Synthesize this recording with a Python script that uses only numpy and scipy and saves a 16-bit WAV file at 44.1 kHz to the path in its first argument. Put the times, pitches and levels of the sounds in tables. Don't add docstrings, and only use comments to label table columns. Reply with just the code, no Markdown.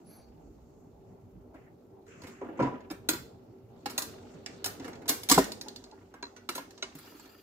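import sys
import numpy as np
from scipy import signal
from scipy.fft import rfft, irfft, next_fast_len
from scipy.io import wavfile

SR = 44100
rng = np.random.default_rng(int(sys.argv[2]) if len(sys.argv) > 2 else 0)


def elevation(decibels):
    levels = np.asarray(decibels, float)
    return 10 ** (levels / 20)


def materialize(psi):
    bounded = np.clip(np.atleast_2d(psi).T, -1, 1)
    quanta = np.round(bounded * 32767).astype(np.int16)
    wavfile.write(sys.argv[1], SR, quanta)


N = 327307

# t/s, cam load/dB, sliding speed/dB
GEAR = [(0, 1, 6), (.9, -.8, -1), (2.0, 0.2, -1), (3.0, 1, 1), (3.14, 4, 9), (3.6, -.4, 1), (3.85, 3.5, 12),
        (4.0, 8, 24), (4.4, 5, 14.5), (4.876, 9.5, 23), (5.12, 10, 6), (5.27, 5, 22.5), (5.55, 6, 9),
        (5.8, 1.5, 2.5), (5.96, 0, 10), (6.26, -1.3, 5), (6.94, 0.2, 14), (7.42, -3, 9)]
IDLE_DB = [-58, -80, -82.5, -86.5]
# f/Hz, density/dB per Hz
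RUMBLE = [(25, -25), (40, -16.5), (50, -0.5), (100, -11), (150, -15.5), (240, -3.5), (400, -5.5),
          (550, -11), (700, -8.5), (850, -18.5), (1000, -25.5), (1300, -34.5)]
# f/Hz, density/dB per Hz
RUB = [(1000, -0.5), (1900, -16.5), (2900, -11.5), (3600, -13.5), (4500, 5.5), (5700, -24), (7200, -5.5),
       (8300, -22), (10000, -17), (13000, -12), (16000, -12)]
# f/Hz, width/Hz, level/dB
SQUEAK = [(1427, 40, -4.5), (4200, 50, -6), (4410, 30, 1.5), (6400, 30, -5)]
# f/Hz, width/Hz, level/dB
GROOVE = [(4850, 50, 1.5), (12000, 70, 1.5), (14800, 100, 0.5)]
# t/s, hold/s, time to lose 30 dB/s, case level/dB, steel level/dB
SHUDDERS = [
    (2.283, .02, 0.1, -51, -63),
    (2.416, .165, 0.5, -45.5, -82),
    (2.597, .005, 0.3853, -32.5, -66),
    (5.3, .005, 0.88, -39.5, -62),
    (5.3, .005, 0.17, -45, -26),
]
NEEDLE_DB = [-61, -59, -63]
# f/Hz, width/Hz, level/dB
HUM = [(48, 8.9, -10), (97.3, 8, -3), (123.3, 2.6, -8.5), (179.8, 7.1, -9), (243.1, 8, -1),
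       (386.5, 18.6, -5), (448.4, 8.8, -8), (582, 10, -16.5), (1360, 9.4, -24)]
# t/s, f/Hz, level/dB
WHIRR = [(0, 388, -76), (1.0, 388, -66), (2.3, 389, -63), (3.3, 388, -60), (5.2, 388, -60), (5.6, 387, -63),
         (6.8, 389, -63), (7.42, 389, -67)]
# t/s, hold/s, time to lose 30 dB/s, level/dB
STEPS = [(.45, 0.24, .9, -56.5), (1.38, .14, .25, -56), (2.8, .5, 0.5, -64), (5.2, .2, 1.5, -68)]
# f/Hz, density/dB per Hz
HISS = [(530, -31.5), (900, -15), (1360, -24.5), (1670, -11.5), (5790, -24.5), (7300, -4), (9200, -28),
        (15200, -14.5), (15900, -27), (16500, -42)]
# f/Hz, correlation/1
LIKENESS = [(30, 0.94), (300, 0.79), (700, 0.2), (1500, 0), (3000, 0), (16000, 0.0078)]
# t of top speed/s, half length/s, top whine f/Hz, whine level/dB, dry bearing level/dB
KNOB = [
    (.132, 0.099, 11800, -64.5, -66),
    (2.495, .12, 11400, -88, -110),
]
# f/Hz, width/Hz, level/dB
BEARING = [(1710, 250, -11), (2300, 500, -6.5), (4520, 220, -2), (6000, 390, -6), (11500, 1400, -9)]
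# t/s, f/Hz, level/dB, t60/s
RINGS = [(.22, 4500, -72, .35), (2.225, 90, -50.5, 0.23), (2.415, 543, -45, 0.074), (2.593, 975, -36, 0.55),
         (2.594, 540, -31, 0.15), (2.61, 131.4, -35, 0.3), (2.903, 5100, -43, 0.055), (2.908, 300, -35, .1),
         (3.09, 310, -29, .09), (3.134, 330, -37, .1), (3.09, 6380, -28, 0.056), (3.09, 12600, -35, 0.19),
         (3.858, 810, -33, 0.077), (4.462, 5170, -33, 0.024), (4.644, 5220, -33, 0.12), (4.8, 270, -40, .1),
         (5.091, 13700, -27, 0.2), (5.115, 300, -37, .1), (5.29, 2300, -37, 0.07), (5.31, 56.3, -45, 0.64),
         (5.314, 7600, -24, 0.15), (5.315, 6300, -25, .08), (5.314, 1150, -26, 0.11),
         (5.313, 268, -20.5, 0.086), (5.314, 1620, -32, .09), (5.36, 272, -31, .09),
         (5.377, 769, -14, 0.028), (5.378, 1330, -24, .03), (5.385, 385, -19, .1), (5.4, 1830, -42, .3),
         (5.379, 990, -19, 0.07), (5.372, 180, -21, .08), (5.379, 640, -27, .1), (5.3, 740, -30, .1),
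         (5.312, 930, -26, .06), (5.66, 850, -48, .08), (5.922, 860, -54, .15),
         (6.14, 1084, -52, 0.078), (6.227, 1600, -42, .05), (6.228, 4080, -40, 0.12),
             (6.228, 2300, -45, .05), (6.58, 1000, -40, .06), (6.365, 6000, -56, 0.11),
             (6.491, 1310, -34, 0.07), (6.491, 2300, -38, .05), (6.491, 350, -39, .08),
             (6.552, 12200, -39, .14), (6.552, 1350, -42, .07), (6.826, 3960, -33, 0.043),
             (6.826, 1420, -41, 0.06), (6.826, 380, -44, .1), (6.826, 2900, -38, .08),
             (6.826, 2150, -41, .08), (6.948, 150, -53, .25), (6.951, 274, -46, 0.1),
             (6.953, 14600, -48, .04), (7.15, 294, -45, 0.055), (7.197, 7300, -52, .05)]
# t/s, hold/s, time to lose 30 dB/s, dull level/dB, bright level/dB
FINGER = [(.4, 0.4, 1.5, -100, -82), (1.073, .02, .4, -79, -82), (1.56, .09, .2, -68, -86),
          (2.08, .27, .6, -59, -67), (2.577, .01, 0, -55, -67.5)]
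# f/Hz, density/dB per Hz
SCUFF = [(1100, 2.5), (1800, 5.5), (2400, .5), (3000, -17), (5000, -7.5), (6300, -10.5), (7300, 8.5),
         (8000, -6)]
# t/s, lever snap/dB, case thump/dB, chatter t60/s
SNAPS = [(1.543, -68, -46, .07), (2.27, -49, -43.5, 0.081), (2.9109, -43, -38.5, 0.046),
         (3.0895, -18, -33, 0.041), (3.898, -38.5, -48, .1), (3.9797, -21.5, -40, .049),
         (4.0215, -30, -51, 0.03), (4.6441, -28, -46.5, 0.024), (4.6595, -27.5, -42, 0.051),
         (4.8795, -49, -37, .04), (5.0808, -29.5, -45, 0.069), (5.0837, -24, -47, .12),
         (5.0913, -18.5, -32.5, .045), (5.2346, -37, -49.5, 0.016), (5.2899, -22.5, -48, 0.042),
         (5.2988, -16.5, -34, .02), (5.3142, -12.5, -25, .045), (5.3782, -30, -14, 0.04),
         (6.552, -34, -44, .08), (5.3851, -24, -34, .04), (5.344, -24, -32, .04)]
# t/s, snap/dB, thump/dB, chatter t60/s
CLICKS = [(2.067, -64, -65, 0.054), (2.2197, -48, -54.5, .044), (2.2362, -48.5, -44.5, 0.067),
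          (2.6704, -58, -38, 0.057), (2.9023, -46, -40, 0.03), (3.8591, -31, -38, 0.038),
          (4.8452, -44, -39, .083), (5.0191, -56, -49.5, .056), (5.058, -52, -47, .048),
          (6.7075, -47.5, -70, 0.032)]
# t/s, snap/dB, thump/dB, chatter t60/s
KNOCKS = [(2.4136, -64, -35, 0.097), (2.4493, -70.5, -44, 0.078), (2.4877, -67, -37, .04),
          (2.592, -50.5, -24, 0.13), (2.602, -48, -27, .1), (2.6243, -43, -28, 0.13), (2.645, -56, -33, .1),
          (2.741, -66, -40, .05), (2.806, -60, -51, 0.056), (3.134, -34, -42, .04),
          (4.4621, -34, -51, .015), (4.799, -47.5, -41.5, 0.031), (4.9327, -50, -47.5, 0.027),
          (4.9553, -51, -60, .034)]
# t/s, snap/dB
TICKS = [(5.443, -32), (5.5202, -33), (5.6134, -34), (5.6846, -37), (5.7617, -38.5), (5.8407, -45.5),
         (5.914, -53.5)]
# t/s, thump/dB
NUDGES = [(5.667, -46), (5.788, -56), (5.82, -57), (5.865, -56), (5.926, -53), (5.977, -55), (6.011, -57),
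          (7.042, -54), (7.075, -56), (7.12, -56), (7.14, -55)]
# t/s, snap/dB, thump/dB, chatter t60/s, small parts re snap/dB
ARM = [(6.1409, -55, -45, .028, -11), (6.2275, -39.5, -48, .017, -28), (6.364, -48, -56, .06, -20),
       (6.4907, -28, -42, .028, -10), (6.58, -38, -41, .05, -11), (6.778, -47, -66, .051, -32),
       (6.8253, -30, -52, .055, -36), (6.9525, -51, -60, .03, .1), (6.988, -51, -61, .02, .1),
       (7.1967, -53, -60, .03, -9), (7.2582, -55, -57, .022, -22)]
SMALL_PARTS_DB = [-5, -13, -25, -12]
DECK_DB = [.1, 1.5, 2.5, -4]
# f/Hz, level/dB, t60/s
CASE = [(176.7, -14, 0.21), (279.6, -2, 0.12), (317, -6.5, 0.098), (391.5, -1, 0.11), (483.5, -5, 0.076)]
# f/Hz, level/dB, t60/s
DECK = [(699, -0.5, 0.093), (810, -10, 0.15), (965, 4.5, 0.089), (1150, 1.5, 0.035), (1407, 0.5, 0.05),
        (1640, -1.5, .07), (2300, -2.5, 0.21)]
# f/Hz, level/dB, t60/s
STEEL = [(4050, -1.5, 0.064), (4330, 8.6, 0.12), (6690, 6.1, 0.033), (7600, 2.3, 0.18)]
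# f/Hz, level/dB, t60/s
SMALL = [(10300, -1.5, 0.11), (12670, -4, 0.046), (13700, 0, 0.076)]
ROOM_T60_S = [0.6, 0.32, .4, 0.3]
# f/Hz, width/Hz, level/dB
CARRIER = [(1330, 120, 0), (1790, 73, -2), (2410, 120, -4), (2830, 180, -3), (3270, 130, -8),
           (4790, 53, -5), (7310, 130, -10), (11000, 310, -13), (11900, 140, -10), (12900, 68, -13),
           (13800, 96, -12), (14900, 160, -10)]

SHUDDER_DECK_DB, SHUDDER_FINE_DB = -15.5, -14
FINE_FOLLOWS, BOOM_FOLLOWS, HUM_FOLLOWS = .25, .5, .24
MOTOR_ON_S, HUM_OFF_DB, HUM_ON_DB = 2.3, -66, -62
STEP_ATTACK_S, STILL_DB, BOOM_DB, HISS_DB = .6, -73, -60, -84
AWAY_S, AWAY_END_S, AWAY_BOOM_DB, AWAY_HUM_DB = 5.3, 7.3, -21, -6
SLOW_HZ, WHINE_SLOPE_DB, BEARING_LINGER_S = 3300, 33, .19
BRIGHT_DIES_FASTER = 1.8
PAWL_HZ, PAWL_DB, PAWL_T60_S = 4400, -6, .06
TICK_THUMP_DB, TICK_CHATTER_S, TICK_DULLING = -18, .009, .9
NUDGE_SNAP_DB, NUDGE_DECK_DB, NUDGE_CHATTER_S = -22, 1.2, .04
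ARM_DECK_DB, DECK_SHARE = 5.0, .52
NEEDLE_S, NEEDLE_HOLD_S, NEEDLE_FADE_S, CARRIER_DB = 6.955, .2, 1.3, -69
LEFT_LAG = 5


def rms_one(x):
    return x / np.sqrt(np.mean(x ** 2) + 1e-20)


def in_time(rows):
    s, *columns = np.transpose(rows)
    return [np.interp(np.arange(N) / SR, s, c) for c in columns]


def at_hz(points, hz):
    points = np.array(points)
    return np.interp(np.log(hz), np.log(points[:, 0]), points[:, 1])


def band(x, low_hz, high_hz):
    return signal.sosfilt(signal.butter(2, [low_hz, high_hz], "band", fs=SR, output="sos"), x)


def drift(rate, spread_db):
    r = np.exp(-80 * np.pi * rate / SR)
    slow = signal.lfilter([1], [1, -2 * r, r * r], rng.standard_normal(N // 40 + 2002))[2000:]
    return np.interp(np.arange(N) / 40, np.arange(len(slow)), elevation(spread_db * rms_one(slow)))


def ring(x, hz, width_hz):
    r, w = np.exp(-np.pi * width_hz / SR), 2 * np.pi * hz / SR
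    return signal.lfilter([0, np.sin(w)], [1, -2 * r * np.cos(w), r * r], x + 1e-18)


def swell(s, attack_s, hold_s, release_s):
    t = np.arange(N // 44 + 2) / 1000
    rise = np.minimum(30 * (t - s) / attack_s, 0)
    return np.minimum(rise, -30 * (t - s - hold_s) / release_s)


def loudest(*levels_db):
    top = np.max(np.broadcast_arrays(*levels_db), axis=0)
    return np.interp(np.arange(N) / SR, np.arange(len(top)) / 1000, top)


def banded_noise(spectrum, low_hz, high_hz, patchy_db, grain_db, count):
    edges = np.geomspace(low_hz, high_hz, count + 1)
    white = rng.standard_normal((2, 2, N)) * drift(55, grain_db)
    out = 0
    for k, (low, high) in enumerate(zip(edges, edges[1:])):
        center_hz = np.sqrt(low * high)
        mid, side = band(white[k % 2], low, high)
        alike = np.clip(at_hz(LIKENESS, center_hz), -1, 1)
        gain = elevation(at_hz(spectrum, center_hz)) * drift(7.9, patchy_db)
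        mid = gain * np.sqrt(1 + alike) * mid
        side = gain * np.sqrt(1 - alike) * side
        out = out + np.array([mid + side, mid - side])
    return rms_one(out)


def sing(peaks):
    grit = rng.standard_normal((2, N)) * drift(12, 3.0)
    out = 0
    for hz, width, db in peaks:
        even = np.sqrt(width) * hz / 1e4 / np.sin(2 * np.pi * hz / SR)
        out = out + elevation(db) * even * ring(grit, hz, width)
    return rms_one(out)


def gear_levels():
    load, slide = in_time(GEAR)
    shakes = [(swell(s, .011, hold, release), case, steel) for s, hold, release, case, steel in SHUDDERS]
    needle_swell = swell(NEEDLE_S, .011, NEEDLE_HOLD_S, NEEDLE_FADE_S)
    case = loudest(*[e + db for e, db, _ in shakes])
    steel = loudest(*[e + db for e, _, db in shakes])
    sudden = [case, case + SHUDDER_DECK_DB, steel, steel + SHUDDER_FINE_DB]
    sudden[1:] = [np.maximum(level, loudest(needle_swell + db)) for level, db in zip(sudden[1:], NEEDLE_DB)]
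    follow = [load, slide, slide, FINE_FOLLOWS * slide]
    return [np.maximum(idle + over, level) for idle, over, level in zip(IDLE_DB, follow, sudden)]


def running_gear():
    case_db, deck_db, steel_db, fine_db = gear_levels()
    case = banded_noise(RUMBLE, 196.7, 1164, patchy_db=2.5, grain_db=.5, count=6)
    deck = banded_noise(RUB, 1100, 3020, patchy_db=-.5, grain_db=3.5, count=3)
    steel = banded_noise(RUB, 3320, 7760, patchy_db=2.5, grain_db=1.5, count=3)
    steel += elevation(-7.5) * band(sing(SQUEAK), 1200, 7000)
    fine = banded_noise(RUB, 10000, 15800, patchy_db=0.0, grain_db=2.5, count=3)
    fine += elevation(-6.5) * band(sing(GROOVE), 4000, 15500)
    rubs = elevation(deck_db - 2) * deck + elevation(steel_db - 3) * steel + elevation(fine_db - 2) * fine
    return elevation(case_db) * case + rubs


def away():
    return np.clip((np.arange(N) / SR - AWAY_S) / (AWAY_END_S - AWAY_S), 0, 1)


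def motor():
    load = in_time(GEAR)[0]
    level_db = np.where(np.arange(N) / SR < MOTOR_ON_S, HUM_OFF_DB, HUM_ON_DB)
    level_db = level_db + HUM_FOLLOWS * load + AWAY_HUM_DB * away()
    shake = rng.standard_normal(N)
    hum = sum(elevation(db) * rms_one(ring(ring(shake, hz, width), hz, 2.5 * width)) for hz, width, db in HUM)
    hz, tone_db = in_time(WHIRR)
    tone = np.sin(2 * np.pi * np.cumsum(hz * drift(14, .08)) / SR)
    return elevation(tone_db + 1.5) * drift(12, 3.0) * tone + elevation(level_db) * hum


def floor():
    sway_db = loudest(STILL_DB, *[db + swell(s, STEP_ATTACK_S, hold, release) for s, hold, release, db in STEPS])
    boom_db = BOOM_DB + BOOM_FOLLOWS * in_time(GEAR)[0] + AWAY_BOOM_DB * np.sqrt(away())
    low = banded_noise(RUMBLE, 36, 70.2, patchy_db=4.0, grain_db=-2.0, count=3)
    boom = banded_noise(RUMBLE, 88, 189, patchy_db=4.5, grain_db=-4.5, count=2)
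    return elevation(sway_db) * low + elevation(boom_db) * boom


def air_hiss():
    return elevation(HISS_DB + 2.5) * banded_noise(HISS, 830, 15900, patchy_db=.7, grain_db=1.0, count=8)


def twist(mid_s, half_s, top_hz, whine_db, bearing_db):
    u = np.linspace(-1, 2, 31)
    slow = np.minimum(u ** 2, 1)
    linger = np.maximum(u * half_s / BEARING_LINGER_S, 0)
    bearing = bearing_db - 26 * np.maximum(-u, 0) ** 2 - 30 * linger ** 3
    whine = whine_db - WHINE_SLOPE_DB * slow ** 2 - 40 * (u > 1)
    return np.transpose([mid_s + half_s * u, top_hz - SLOW_HZ * slow, whine, bearing])


def knob(turn):
    hz, whine_db, bearing_db = in_time(turn)
    on = slice(round(turn[0][0] * SR), round(turn[-1][0] * SR))
    partner_hz = 7400 + .31 * hz
    whine = np.sin(2 * np.pi * np.cumsum(hz * drift(86, .041)) / SR) * drift(40, 3.0)
    partner = np.sin(2 * np.pi * np.cumsum(partner_hz * drift(72, .06)) / SR) * drift(40, 2.8)
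    whine += .96 * partner * (bearing_db > -80)
    grit = (rng.standard_normal(N) * drift(54, 1.1))[on]
    dry_rub = sum(elevation(db) * rms_one(ring(ring(grit, f, width), f, 6.1 * width)) for f, width, db in BEARING)
    out = np.zeros(N)
    out[on] = (elevation(whine_db) * whine)[on] + elevation(bearing_db[on]) * rms_one(dry_rub)
    return out


def ringing_parts():
    out, t = np.zeros((2, N + SR)), np.arange(SR // 2) / SR
    flutter = np.tile(drift(98, 4.8), 2)
    parts = RINGS + [(s, PAWL_HZ, db + PAWL_DB, PAWL_T60_S) for s, db in TICKS[1:]]
    for (s, hz, db, t60), (split, lean_db) in zip(parts, rng.normal(0, 1, (len(parts), 2))):
        partner_hz = hz * (1.02 + .0028 * split)
        pair = np.sin(2 * np.pi * hz * t) + 1.22 * np.sin(2 * np.pi * partner_hz * t)
        rattle = flutter[round(s * SR):][:len(t)] ** np.minimum(t / .03, 1)
        rise = 1 - np.exp(-t / (.0008 + .51 / hz))
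        tone = elevation(db - 60 * t / t60) * pair * rattle * rise
        for side, (lag, lean) in enumerate([(LEFT_LAG, 1), (0, -1)]):
            at = round(s * SR) + lag
            out[side, at:at + len(t)] += tone * elevation(lean * lean_db * np.log10(hz / 50))
    return out[:, :N]


def fingers():
    strokes = [(swell(s, .025, hold, release), dull, bright) for s, hold, release, dull, bright in FINGER]
    dull_db = loudest(*[e + db for e, db, _ in strokes])
    bright_db = loudest(*[BRIGHT_DIES_FASTER * e + db for e, _, db in strokes])
    dull = banded_noise(SCUFF, 1000, 2800, patchy_db=-3.5, grain_db=-1.0, count=4)
    bright = banded_noise(SCUFF, 4200, 7510, patchy_db=1.5, grain_db=.5, count=3)
    return elevation(dull_db) * dull + elevation(bright_db) * bright


def contacts():
    rows = []
    for kind, deck, small in zip([SNAPS, CLICKS, KNOCKS], DECK_DB, SMALL_PARTS_DB):
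        rows += [(*row, small, deck) for row in kind]
    for s, db in TICKS:
        small = SMALL_PARTS_DB[3] + TICK_DULLING * (db - TICKS[0][1])
        rows.append((s, db, db + TICK_THUMP_DB, TICK_CHATTER_S, small, DECK_DB[3]))
    rows += [(s, db + NUDGE_SNAP_DB, db, NUDGE_CHATTER_S, -25, NUDGE_DECK_DB) for s, db in NUDGES]
    rows += [(*row, ARM_DECK_DB) for row in ARM]
    return sorted((s, snap, thump, deck + DECK_SHARE * thump + (1 - DECK_SHARE) * snap, snap + small, t60)
                  for s, snap, thump, t60, small, deck in rows)


def chatter(t60_s, rise_s):
    t = np.arange(int(.15 * SR)) / SR
    uneven = elevation(2.5 * np.minimum(rng.exponential(1, len(t)), 3))
    blows = rng.standard_normal(len(t)) * uneven * (rng.random(len(t)) < .3)
    swarm = blows * elevation(-60 * t / max(t60_s, .003)) * (1 - np.exp(-t / rise_s))
    swarm = swarm / np.sqrt(np.sum(swarm ** 2))
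    swarm[round(rise_s * SR)] += .018 / max(t60_s, .008)
    return swarm / np.sqrt(np.sum(swarm ** 2))


def answer(modes, low_hz, high_hz, modes_db, body_t60, room_t60, room_db, alike):
    t = np.arange(int(.5 * SR)) / SR
    shared, left, right, far_left, far_right = rng.standard_normal((5, 4, len(t)))
    haze = np.sqrt(alike) * shared + np.sqrt(1 - alike) * np.array([left, right])
    near = haze * elevation(-60 * t / body_t60)
    near[..., 0] += elevation(15.0)
    for hz, db, t60 in modes:
        spot_gain = elevation(modes_db + db + rng.normal(0, 3, (4, 1)))
        near += spot_gain * elevation(-60 * t / t60) * np.sin(2 * np.pi * hz * t)
    near[0] = np.roll(near[0], LEFT_LAG, axis=-1)
    far = elevation(room_db - 60 * t / room_t60) * np.array([far_left, far_right]) * (1 - np.exp(-t / .0032))
    whole = band(band(near + far, low_hz, high_hz), .65 * low_hz, 1.28 * high_hz)
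    return whole / np.sqrt(np.sum(whole ** 2, axis=(0, 2), keepdims=True) / 2)


def strike(swarms, level_db, body):
    blows = np.zeros((body.shape[1], N + len(swarms[0])))
    for k, (row, swarm, gain) in enumerate(zip(contacts(), swarms, elevation(level_db))):
        at = round((row[0] - .002) * SR)
        blows[k % len(blows), at:at + len(swarm)] += gain * swarm
    size = next_fast_len(N + body.shape[2])
    shaken = np.sum(rfft(blows[:, :N], size) * rfft(body, size), axis=1)
    return irfft(shaken, size)[:, :N]


def mechanism():
    s, steel_db, case_db, deck_db, small_db, t60 = np.transpose(contacts())
    sharp = [chatter(t, rise_s=.001) for t in t60]
    slow = [chatter(1.31 * t, rise_s=.002) for t in t60]
    soften = np.poly([.88, .75])
    padded = [4.6 * signal.lfilter([.03], soften, x) if d - e > 11 else x
              for x, d, e in zip(sharp, deck_db, steel_db)]
    case_body = answer(CASE, 185, 553, -18, .072, ROOM_T60_S[0], -20.5, alike=.94)
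    deck_body = answer(DECK, 550, 2300, -20, .054, ROOM_T60_S[1], -6.5, alike=.6)
    steel_body = answer(STEEL, 3100, 7000, -30, .031, ROOM_T60_S[2], -17, alike=.16)
    small_body = answer(SMALL, 6200, 15900, -23.5, .049, ROOM_T60_S[3], -13, alike=.079)
    case = strike(slow, case_db + 26, case_body)
    deck = strike(padded, deck_db + 23.5, deck_body) * elevation([[-.6], [.6]])
    steel = strike(sharp, steel_db + 20, steel_body) * elevation([[-1.5], [1.5]])
    small = strike(sharp, small_db + 25.3, small_body) * elevation([[1.7], [-1.7]])
    return case + deck + steel + small


def needle():
    grit = rng.standard_normal(N) * (rng.random(N) < .03) * drift(25, 3.5)
    song = 0
    for (hz, width, db), lean_db in zip(CARRIER, rng.normal(0, 3, len(CARRIER))):
        tone = rms_one(ring(ring(grit, hz, width), hz, 3 * width)) * drift(11, 4.0)
        song = song + elevation(db) * tone * elevation([[-lean_db], [lean_db]])
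    return elevation(CARRIER_DB + loudest(swell(NEEDLE_S, .011, .22, 1.6))) * song


def scene():
    steady = (running_gear() + motor() + floor()) * elevation([[-.4], [.4]])
    knobs = sum(knob(twist(*row)) for row in KNOB)
    return steady + air_hiss() + knobs + ringing_parts() + fingers() + mechanism() + needle()


def band_limit(x):
    return signal.sosfilt(signal.butter(12, 16960, fs=SR, output="sos"), x)


def record(dry):
    cut = signal.sosfilt(signal.cheby2(10, 60, 16900, fs=SR, output="sos"), dry)
    cut = signal.sosfilt(signal.butter(2, 40, "high", fs=SR, output="sos"), cut)
    cut = signal.sosfilt(signal.cheby2(12, 20, 15950, fs=SR, output="sos"), cut)
    return band_limit(cut)


dry = scene()
out = record(dry)
materialize(out)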